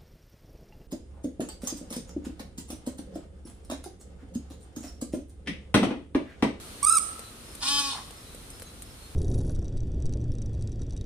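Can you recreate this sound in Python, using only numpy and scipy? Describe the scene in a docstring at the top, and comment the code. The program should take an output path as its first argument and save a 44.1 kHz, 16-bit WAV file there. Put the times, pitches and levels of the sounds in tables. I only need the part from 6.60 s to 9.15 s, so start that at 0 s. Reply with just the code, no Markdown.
"""A thin, wavering squeal, then a lower, rasping bark: a zebra calls twice in an outdoor pen.
Both calls are a source shaped by a filter: the squeal's harmonics flash as they cross one sharp
resonance, and the bark is a pulsing voice with air rushing through it.
Walls and trees echo both; hooves scuff the dirt over faint birds, a distant rumble and a soft hiss."""
import sys
import numpy as np
from scipy import signal
from scipy.fft import rfft, irfft
from scipy.io import wavfile

SR = 44100
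rng = np.random.default_rng(int(sys.argv[2]) if len(sys.argv) > 2 else 0)


def materialize(psi):
    """Save the field psi as 16-bit PCM at rate SR to the path in sys.argv[1].

    A 1-D psi becomes a single channel; in a 2-D psi each row is a channel.
    """
    bounded = np.clip(np.atleast_2d(psi).T, -1, 1)
    quanta = np.round(bounded * 32767).astype(np.int16)
    wavfile.write(sys.argv[1], SR, quanta)


N = 112454
T = np.arange(N) / SR
FREQS = np.maximum(np.fft.rfftfreq(N, 1 / SR), 1)

SHRILL_HZ, SHRILL_WIDTH_HZ, SHRILL_DB = 8750, 300, 11
SQUEAL_JITTER, BLUR_RAD_PER_HARMONIC, FLICKER_DB, BREATH_DB = .0061, .06, 1.5, -14
# Fundamental of the squeal (time [s], frequency [Hz])
SQUEAL_PITCH = [(.226, 1056), (.231, 1083), (.236, 1165), (.243, 1160), (.251, 1096), (.256, 1196),
                (.264, 1198), (.269, 1246), (.278, 1287), (.287, 1250), (.292, 1197), (.300, 1270),
                (.305, 1328), (.317, 1334), (.326, 1241), (.334, 1343), (.346, 1354), (.356, 1271),
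                (.367, 1307), (.375, 1237), (.380, 1134), (.386, 1133)]
# Envelope (time [s], level [dB], extra gain of overtones and breath [dB])
SQUEAL_LEVEL = [(.223, -61, -14), (.229, -32.5, 3), (.243, -26, 0.5), (.251, -33.5, 11), (.257, -31.5, -2),
                (.270, -24, -2), (.283, -24, -3), (.293, -27, 2.5), (.308, -24, -1), (.326, -24.5, -2),
                (.345, -24.5, 0), (.372, -25.5, -0.5), (.380, -32.5, 8.5), (.387, -44.5, 24.5)]
# Tone colour of the squeal's overtones and breath (frequency [Hz], gain [dB])
SQUEAL_COLOUR = [(1400, -34), (2000, -17), (2600, -21.5), (3200, -27.5), (3900, -19), (4500, -18.5),
                 (5200, -12.5), (5800, -18), (6400, -10), (7000, -28), (8000, -9), (9500, -17),
                 (10500, -31), (11500, -42), (13000, -22), (14500, -25), (16000, -41)]
# Stereo balance (frequency [Hz], left minus right [dB])
SQUEAL_BALANCE = [(600, -16), (1290, 8), (2400, 1), (4000, -6.5), (6000, 2.5), (7600, -6), (8800, -17.5),
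                  (10200, 5), (14500, 6)]


def squeal():
    """Resonance: harmonics 7 and 8 of a near-pure tone ring out as they sweep through a sharp peak."""
    def timbre(f):
        peak = abs(resonance(f, SHRILL_HZ, SHRILL_WIDTH_HZ)) ** 2
        return colour(SQUEAL_COLOUR, f) + undb(SHRILL_DB) * peak

    hz = curve(SQUEAL_PITCH) * (1 + SQUEAL_JITTER * wander(330))
    phase = 2 * np.pi * np.cumsum(hz) / SR
    overtones = np.zeros(N)
    for k in range(2, 14):
        blur = BLUR_RAD_PER_HARMONIC * k * wander(450)
        flicker = undb(FLICKER_DB * wander(220))
        overtones += timbre(k * hz) * np.sin(k * phase + blur) * flicker
    breath = undb(BREATH_DB) * turbulence(timbre(FREQS) * FREQS / (FREQS + 12000))
    edge = undb(curve(SQUEAL_LEVEL, column=2)) * (overtones + breath)
    call = np.sqrt(2) * (np.sin(phase) + edge) * envelope(SQUEAL_LEVEL)
    return pen(call, SQUEAL_BALANCE, wet_db=-8.5)


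BARK_JITTER, SLIP_RAD, ALTERNATION, SHIMMER_DB, FLUTTER = .0025, .11, .7, 3, .73
FADE_START_S, FADE_DB_PER_S, FADE_ABOVE_HZ = 1.233, 125, 1500
# Fundamental of the bark (time [s], frequency [Hz])
BARK_PITCH = [(1.01, 250), (1.05, 266), (1.086, 280), (1.105, 284), (1.15, 285.3), (1.2, 284.3),
              (1.225, 279.5), (1.28, 278), (1.32, 268), (1.35, 250), (1.38, 235), (1.43, 228)]
# Envelope (time [s], voice level [dB], rattle level [dB], roughness [ratio, capped at 1])
BARK_LEVEL = [(1.005, -50, -65, 0.6), (1.028, -36, -40, 0.83), (1.062, -30, -50, 0.1),
              (1.086, -29.5, -45, 0.26), (1.11, -25.5, -69, 0), (1.17, -27, -56, 0.19),
              (1.205, -25.5, -59, 0), (1.226, -29.5, -68, 0.1), (1.29, -26, -71, 0.33),
              (1.33, -39.5, -44, 1), (1.385, -40.5, -43, 1.08), (1.44, -63, -55, 1)]
# Air rushing through the bark (time [s], level [dB])
BARK_AIR = [(1.005, -60), (1.028, -31), (1.062, -33), (1.086, -27), (1.11, -32), (1.165, -35), (1.2, -30),
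            (1.226, -37), (1.29, -36), (1.315, -35), (1.375, -44), (1.44, -66)]
# Resonant peaks: broad voice formants plus narrow treble peaks coloured by nearby reflections
# (frequency [Hz], nominal width [Hz], voice gain [dB], air gain [dB])
BARK_PEAKS = [(286, 230, -10.5, -45), (855, 58, -6.5, -12), (1103, 162, -1, -7.5), (1415, 110, -26, -2.5),
              (1780, 190, -5.5, -21), (2482, 200, -3, -7), (2986, 650, -27, -4.5), (3139, 48, 5, -18),
              (3446, 91, 2, -4), (3806, 370, 1, -10), (4350, 330, -19, 1.5), (4880, 46, 10.5, -8),
              (5170, 167, 4.5, -2), (5560, 130, -2.5, -0.5), (6200, 510, -4, -13), (6860, 540, -13.5, -9.5),
              (7730, 140, -4, -14), (8480, 720, -25, -5.5), (9060, 320, -6, -4), (9980, 1260, -11, -13),
              (13140, 690, -17, -36)]
# Spectrum of the low rattle (frequency [Hz], relative level [dB])
RATTLE = [(400, -33), (720, 5), (1050, 13.5), (1350, -2), (1700, -3), (2100, 0.5), (3000, -36), (8000, -50)]
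# Stereo balance (frequency [Hz], left minus right [dB])
BARK_BALANCE = [(280, 4), (800, -8), (1200, 7.5), (2500, 5.5), (3700, 1), (5400, 1.5), (6600, -3.5),
                (8200, -27), (10000, 2)]


def bark():
    """Source and filter: voice pulses and puffs of air pass through a bank of resonant peaks."""
    hz = curve(BARK_PITCH) * (1 + BARK_JITTER * wander(260))
    phase = 2 * np.pi * np.cumsum(hz) / SR
    # Period doubling: in a rough voice the pulses alternate strong and weak and slip in time.
    subharmonic = np.cos(phase / 2)
    rough = np.clip(curve(BARK_LEVEL, column=3), 0, 1)
    slip = rough * SLIP_RAD * (wander(130) + subharmonic)
    pulses = sum(np.cos(k * (phase + slip)) for k in range(1, 52))
    pulses *= (1 + rough * ALTERNATION * subharmonic) * undb(rough * SHIMMER_DB * wander(150))
    centres, widths, voice_db, air_db = np.array(BARK_PEAKS).T
    peaks = np.array([resonance(FREQS, f, .89 * width) ** 2 for f, width in zip(centres, widths)])
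    voice_gain = np.sqrt(undb(voice_db) ** 2 @ abs(peaks) ** 2)  # peaks add in power
    air_gain = np.sqrt(undb(air_db) ** 2 @ abs(peaks) ** 2)
    voice = shape(pulses, voice_gain * np.exp(1j * np.angle(sum(peaks))))
    effort = envelope(BARK_LEVEL)
    voice /= np.sqrt(np.average(voice ** 2, weights=effort ** 2))
    # The voice loses its treble as it gives out.
    low = shape(voice, 1 / (1 + (FREQS / FADE_ABOVE_HZ) ** 8))
    voice = low + (voice - low) * undb(-FADE_DB_PER_S * np.maximum(T - FADE_START_S, 0))
    puffs = turbulence(gain=1) * (1 + FLUTTER * np.cos(phase))
    rasp = unit(shape(puffs, air_gain)) * envelope(BARK_AIR)
    rattle = noise(colour(RATTLE))[0] * (1 + FLUTTER * subharmonic)
    call = voice * effort + rasp + rattle * envelope(BARK_LEVEL, column=2) + air_surges()
    return pen(call, BARK_BALANCE, wet_db=-11, left_lag_ms=.057)


# Surges in the bark (peak time [s], 1/e half-length [s], centre [Hz], nominal width [Hz], level [dB])
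SURGES = [(1.087, .012, 3550, 800, -28), (1.09, .016, 8550, 600, -33), (1.194, .012, 4700, 1600, -31),
          (1.196, .009, 8600, 900, -30), (1.32, .03, 3600, 550, -35)]


def air_surges():
    """Band-limited turbulence: harsh rushes of air swell and fade under Gaussian envelopes."""
    out = np.zeros((2, N))
    for peak_s, half_s, hz, width_hz, db in SURGES:
        band = turbulence(abs(resonance(FREQS, hz, width_hz)) ** 2)
        out += band * undb(db) * np.exp(-((T - peak_s) / half_s) ** 2)
    return out


THUD_HZ, HOOF_ATTACK_S = 490, .00043
KNOCK_DECAY_S, THUD_DECAY_S, GRIT_DECAY_S = .0015, .0034, .007
# Hoof impacts (time [s], thud level [dB], grit level [dB], knock level [dB])
STEPS = [(0.592, -35.5, -37, -42), (0.95, -46, -37.5, -52), (1.507, -43, -43.5, -43),
         (1.747, -37.5, -42, -45), (1.902, -56, -37.5, -59), (1.997, -45, -41, -44),
         (2.0206, -32.5, -39.5, -33.5), (2.221, -54, -36.5, -44)]
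# Spectrum of the knock (frequency [Hz], relative level [dB])
KNOCK = [(300, 1), (900, 1), (2000, -4), (5000, -9), (15000, -26)]
# Spectrum of the grit (frequency [Hz], relative level [dB])
GRIT = [(700, -29), (2500, 3), (6000, 2), (9000, 15), (12000, 7), (15000, -22)]


def hooves():
    """Damped impact: each step is a crisp knock, a dull thud and a crunch, all decaying exponentially."""
    knock = noise(colour(KNOCK))
    grit = unit(turbulence(colour(GRIT)) * undb(2.9 * wander(470)))
    out = np.zeros((2, N))
    for start, thud_db, grit_db, knock_db in STEPS:
        age = np.maximum(T - start, 0)
        thud = undb(thud_db) * np.sin(2 * np.pi * THUD_HZ * age) * np.exp(-age / THUD_DECAY_S)
        crunch = undb(grit_db) * grit * np.exp(-age / GRIT_DECAY_S)
        out += undb(knock_db) * knock * (T > start) * np.exp(-age / KNOCK_DECAY_S)
        out += (1 - np.exp(-age / HOOF_ATTACK_S)) * (thud + crunch)
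    return out


BIRD_BLUR_HZ, BIRD_ARCH_HZ = 85, 60
# Distant bird notes (start [s], duration [s], frequency [Hz], level [dB])
BIRD_NOTES = [(.61, .11, 4010, -56), (.83, .14, 5250, -59), (1.542, .12, 5250, -62),
              (1.645, .14, 3940, -60), (1.898, .11, 5190, -59), (2.018, .12, 4010, -61),
              (2.05, 0.046, 6430, -58), (2.237, .12, 5280, -61), (2.394, .1, 4210, -59)]


def birds():
    """Scattering: trees blur far-off notes that rise and fall a little."""
    out = np.zeros(N)
    for start, length, hz, db in BIRD_NOTES:
        arch = np.sin(np.pi * np.clip((T - start) / length, 0, 1)).clip(0)
        phase = 2 * np.pi * np.cumsum(hz + BIRD_ARCH_HZ * (arch - np.pi / 4)) / SR
        note = wander(BIRD_BLUR_HZ) * np.cos(phase) + wander(BIRD_BLUR_HZ) * np.sin(phase)
        out += undb(db) * np.sqrt(arch) * note
    return out


RUMBLE_FROM_HZ, HISS_FROM_HZ = 50, 216
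# Spectrum of the ambient noise (frequency [Hz], relative density [dB])
AMBIENT = [(15, -54), (25, 3), (48, 5), (101, -3), (198, -9.5), (233, -7.5), (433, -13), (895, -21),
           (1300, -18.5), (1710, -24), (3630, -23), (4150, -21.5), (4870, -26.5), (7500, -27.5),
           (9050, -20.5), (14300, -35), (15500, -39)]
# Stereo width (frequency [Hz], side minus mid [dB])
AMBIENT_WIDTH = [(15, 12), (70, -20), (250, -12.5), (600, -4.5), (1500, -0.5), (9000, 1)]
# Slow drift in level (time [s], rumble gain [dB], hiss gain [dB])
AMBIENT_DRIFT = [(0, -45.5, -42), (.55, -47, -42.5), (.75, -47.5, -45.5), (.95, -46, -44),
                 (1.5, -47, -45.5), (1.98, -44.5, -46), (2.15, -44, -47.5), (2.55, -46.5, -46.5)]


def background():
    """Coherence sets width: a distant rumble is alike on both sides, a soft hiss differs and spreads."""
    mid, side = rng.standard_normal((2, N))
    mid = shape(mid, colour(AMBIENT))
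    side = shape(side, colour(AMBIENT) * colour(AMBIENT_WIDTH))
    low_cut = FREQS / np.hypot(FREQS, RUMBLE_FROM_HZ)
    both = shape(np.array([mid + side, mid - side]), low_cut) / mid.std()
    rumble = shape(both, 1 / (1 + (FREQS / HISS_FROM_HZ) ** 2))
    hiss = both - rumble
    return rumble * undb(curve(AMBIENT_DRIFT)) + hiss * undb(curve(AMBIENT_DRIFT, column=2))


PEN_DELAY_S, PEN_BUILD_S, PEN_T60_S, PEN_TREBLE_T60_S = .017, .014, .8, .46
PEN_TREBLE_DB = 6  # hard walls send the treble back strongly


def pen(x, balance, wet_db, left_lag_ms=0):
    """Reverberation: scatter from walls and trees follows the direct sound, and its treble dies first."""
    lean = np.sqrt(colour(balance))
    lag = np.exp(-2j * np.pi * FREQS * left_lag_ms / 1000)
    pan = np.array([lean * lag, 1 / lean]) / np.sqrt((lean ** 2 + lean ** -2) / 2)
    direct = shape(x, pan)
    scatter = rng.standard_normal((2, N))
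    age = np.maximum(T - PEN_DELAY_S, 0)
    low_pass = 1 / (1 + (FREQS / 3000) ** 4)
    low = shape(scatter, low_pass) * undb(-60 * age / PEN_T60_S)
    treble = shape(scatter, 1 - low_pass) * undb(PEN_TREBLE_DB - 60 * age / PEN_TREBLE_T60_S)
    tail = unit((low + treble) * (1 - np.exp(-age / PEN_BUILD_S))) / np.sqrt(N)
    return direct + undb(wet_db) * signal.fftconvolve(direct, tail, axes=1)[:, :N]


def turbulence(gain, spread=.87):
    """Partial coherence: stereo noise in which the share `spread` of the power differs between sides."""
    return np.sqrt(1 - spread) * noise(gain) + np.sqrt(spread) * noise(gain, channels=2)


def wander(rate_hz):
    """Random modulation: low-pass noise of rms 1."""
    return noise(1 / (1 + (FREQS / rate_hz) ** 4))[0]


def noise(gain, channels=1):
    """Spectral shaping: coloured noise of rms 1."""
    return unit(shape(rng.standard_normal((channels, N)), gain))


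def resonance(f, hz, width_hz):
    """Damped oscillator: the complex gain of one mode."""
    return 1 / (1 + 1j * (f / hz - hz / f) * hz / width_hz)


def shape(x, gain):
    """Linear filtering: one gain for each frequency."""
    return irfft(rfft(x) * gain, N)


def colour(points, hz=FREQS):
    """Frequency response: gain from (frequency [Hz], level [dB]) points."""
    rows = np.array(points)
    return undb(np.interp(np.log(hz), np.log(rows[:, 0]), rows[:, 1]))


def envelope(table, column=1):
    """Amplitude envelope: gain from a dB curve, silent outside it."""
    return undb(curve(table, column)) * (T > table[0][0]) * (T < table[-1][0])


def curve(table, column=1):
    """Linear interpolation of one column in time."""
    rows = np.array(table)
    return np.interp(T, rows[:, 0], rows[:, column])


def undb(db):
    """Decibels to amplitude ratio."""
    return 10 ** (np.asarray(db) / 20)


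def unit(x):
    """Normalisation to rms 1."""
    return x / np.sqrt(np.mean(x ** 2))


def scene():
    """Superposition: the calls, the steps and the surroundings add."""
    return squeal() + bark() + hooves() + birds() + background()


def record(dry, cutoff_hz=15100):
    """Band limiting: a steep low-pass filter cuts the top."""
    return signal.sosfilt(signal.ellip(8, .2, 80, cutoff_hz, fs=SR, output="sos"), dry)


dry = scene()
out = record(dry)
materialize(out)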